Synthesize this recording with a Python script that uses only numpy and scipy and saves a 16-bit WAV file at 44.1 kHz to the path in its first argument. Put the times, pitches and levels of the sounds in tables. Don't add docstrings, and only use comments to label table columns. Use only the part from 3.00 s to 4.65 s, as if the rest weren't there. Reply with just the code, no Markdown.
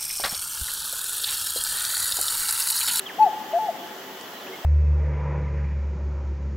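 import sys
import numpy as np
from scipy import signal
from scipy.fft import rfft, irfft, next_fast_len
from scipy.io import wavfile
from scipy.ndimage import uniform_filter1d, map_coordinates

SR = 44100
rng = np.random.default_rng(int(sys.argv[2]) if len(sys.argv) > 2 else 0)


def int16_out(signal):
    q = np.round(np.clip(np.atleast_2d(signal).T, -1, 1) * 32767)
    wavfile.write(sys.argv[1], SR, q.astype(np.int16))


N = 72765
T = np.arange(N) / SR

# time_s, pitch_hz, level_db
ARCHED_NOTE = [(.178, 600, -42), (.188, 750, -25.5), (.198, 866, -17.5), (.208, 866, -10),
               (.231, 865, -7.2), (.241, 853, -8.7), (.256, 795, -21), (.267, 762, -12.5), (.278, 700, -19),
               (.292, 600, -38)]
CRACKED_NOTE = [(.528, 590, -37), (.537, 654, -19), (.548, 676, -17), (.573, 701, -15.5),
                (.585, 709, -20.5), (.589, 866, -22), (.622, 867, -23.5), (.652, 855.3, -23),
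                (.681, 778, -29.5), (.691, 717, -16.5), (.701, 642, -23), (.711, 602, -40)]
NEXT_CALL_ONSET = [(1.635, 599, -45), (1.643, 679, -37), (1.65, 747, -18.5)]
# time_s, pitch_hz, level_db
FALLING_CHIRP = [(.057, 3594, -47), (.067, 3253, -28.5), (.081, 3024, -39), (.09, 2580, -38.5),
                 (.1, 1840, -33), (.114, 1486, -40)]
FAINT_FALLING_CHIRP = [(0.526, 3050, -44), (.535, 2350, -48), (0.544, 1837, -40.5), (0.569, 1450, -52)]
THIN_TWITTER = [(1.27, 4250, -50), (1.3, 4150, -59), (1.345, 4050, -52), (1.39, 3990, -52),
                (1.435, 3430, -50)]
RISING_CHIRP = [(1.467, 2427, -46), (1.472, 2526, -41), (1.487, 3410, -44.5), (1.5, 3330, -48)]
SHORT_WHISTLE = [(1.522, 2000, -45), (1.534, 2166, -39), (1.556, 2150, -41)]
FAR_HOOT = [(1.465, 385, -61), (1.495, 380.3, -37), (1.56, 374, -43)]
# delay_s, gain_db
ECHOES = [(.062, -19.5), (.105, -23.5), (.172, -28), (.267, -27)]
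# start_s, level_db
TICKS = [(0.566, -47), (1.211, -36), (1.341, -47)]
# freq_hz, relative_density_db
MURMUR_SPECTRUM = [(25, -60.5), (60, -31), (120, -19.5), (190, -8), (380, -4.5), (520, -5.5), (1100, -8),
                   (1900, -11.5), (2400, -17), (3200, -10), (3900, -22.5), (8000, -27), (15000, -66.5)]
HISS_SPECTRUM = [(500, -11), (3000, 8), (6500, 4.5), (8300, -7), (9200, -37), (10200, 0.5), (12500, 5),
                 (15500, 6.5)]
# freq_hz, correlation
MURMUR_CORRELATION = [(100, 1), (600, 0.96), (1300, 0.32), (3000, 0.32), (8000, 0.77)]
# centre_hz, width_hz, level_db
DRONES = [(382, 17.4, -53), (695, 25, -58), (1720, 20, -59), (1914, 140, -56), (2968, 40, -58.5),
          (3415, 12, -62), (15466, 8, -64), (15525, 7.6, -74)]


def cuckoo():
    arched = whistle(ARCHED_NOTE) + whistle(NEXT_CALL_ONSET)
    return pan(left_db=4) * arched + pan(left_db=3) * whistle(CRACKED_NOTE)


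def whistle(note, jitter=.002, shimmer_db=.2, fade_s=.004):
    time_s, pitch_hz, level_db = np.transpose(note)
    glide_hz = np.interp(T, time_s, pitch_hz) * (1 + jitter * wobble(rate_hz=150))
    envelope = amp(np.interp(T, time_s, level_db) + shimmer_db * wobble(rate_hz=150))
    fade_in = np.clip((T - time_s[0]) / fade_s + 1, 0, 1)
    fade_out = np.clip((time_s[-1] - T) / fade_s + 1, 0, 1)
    return fade_in * fade_out * envelope * np.sin(2 * np.pi * np.cumsum(glide_hz) / SR)


def far_birds():
    chirps = sum(map(whistle, (FALLING_CHIRP, FAINT_FALLING_CHIRP, RISING_CHIRP, SHORT_WHISTLE)))
    return chirps + whistle(THIN_TWITTER, jitter=.0159) + whistle(FAR_HOOT)


def wood_echo(source, tail_db=-17, t60_s=2.2, onset_s=.035, scatter_db=-10.5, smear_s=.025):
    def scatter(envelope, width=.32):
        mid, side = rng.standard_normal((2, N)) * envelope / np.linalg.norm(envelope)
        return np.array([mid + width * side, mid - width * side])

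    build_up = np.clip(T / onset_s - 1, 0, 1)
    response = amp(tail_db) * scatter(build_up * amp(-60 * T / t60_s))
    for delay_s, gain_db in ECHOES:
        response += amp(gain_db + scatter_db) * scatter(decay(delay_s, smear_s))
        response[:, round(delay_s * SR)] += amp(gain_db)
    return pan(left_db=2.5) * signal.fftconvolve(source[None], response, axes=1)[:, :N]


def ticks(decay_s=.003, low_hz=500, top_hz=8000):
    envelope = sum(amp(level_db) * decay(start_s, decay_s) for start_s, level_db in TICKS)
    band = lambda hz: hz ** 2 / (hz ** 2 + low_hz ** 2) / (1 + (hz / top_hz) ** 4)
    return envelope * unit(filtered(rng.standard_normal(N), band))


def murmur(level_db=-40, swell_db=.04):
    gain = amp(level_db - swell_db * wobble(rate_hz=6.57))
    return gain * stereo_noise(MURMUR_SPECTRUM, MURMUR_CORRELATION, patchy_db=1.16)


def microphone_hiss(level_db=-44, correlation=.11):
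    return amp(level_db) * stereo_noise(HISS_SPECTRUM, [(1000, correlation)], patchy_db=0)


def drones():
    tones = np.zeros(N)
    for centre_hz, width_hz, level_db in DRONES:
        peak = lambda hz: 1 / (1 + (2 * (hz - centre_hz) / width_hz) ** 2)
        tones += amp(level_db) * unit(filtered(rng.standard_normal(N), peak))
    return tones


def stereo_noise(spectrum, correlation, patchy_db):
    bins = signal.stft(rng.standard_normal((2, N)), nperseg=512)[2]
    patches = uniform_filter1d(rng.standard_normal(bins.shape[1:]), size=5, axis=0)
    patches = unit(uniform_filter1d(patches, size=10, axis=1))
    noise = signal.istft(bins * amp(patchy_db * patches), nperseg=512)[1][:, :N]

    def mid_side_gains(hz):
        angle_rad = np.arccos(np.clip(log_interp(correlation, hz), -1, 1)) / 2
        return amp(log_interp(spectrum, hz)) * [np.cos(angle_rad), np.sin(angle_rad)]

    mid, side = filtered(noise, mid_side_gains)
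    return unit(np.array([mid + side, mid - side]))


def amp(db):
    return 10 ** (np.asarray(db) / 20)


def unit(x):
    return x / np.sqrt(np.mean(x ** 2) + 1e-20)


def pan(left_db):
    return amp(np.array([[left_db], [-left_db]]) / 2)


def decay(start_s, decay_s):
    return (T >= start_s) * np.exp(-abs(T - start_s) / decay_s)


def wobble(rate_hz):
    return map_coordinates(rng.standard_normal(int(N * rate_hz / SR) + 4), [T * rate_hz])


def log_interp(points, hz):
    freq_hz, values = np.transpose(points)
    return np.interp(np.log(hz + 1), np.log(freq_hz + 1), values)


def filtered(x, response):
    size = next_fast_len(N + SR // 2)
    return irfft(rfft(x, size) * response(np.fft.rfftfreq(size, 1 / SR)), size)[..., :N]


def scene():
    birds = cuckoo() + far_birds()
    return birds + wood_echo(birds.mean(axis=0)) + murmur() + microphone_hiss() + drones() + ticks()


def record(dry, ceiling=.47, hardness=48, top_hz=15820):
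    clipped = dry / (1 + abs(dry / ceiling) ** hardness) ** (1 / hardness)
    return filtered(clipped, lambda hz: hz < top_hz)


dry = scene()
out = record(dry)
int16_out(out)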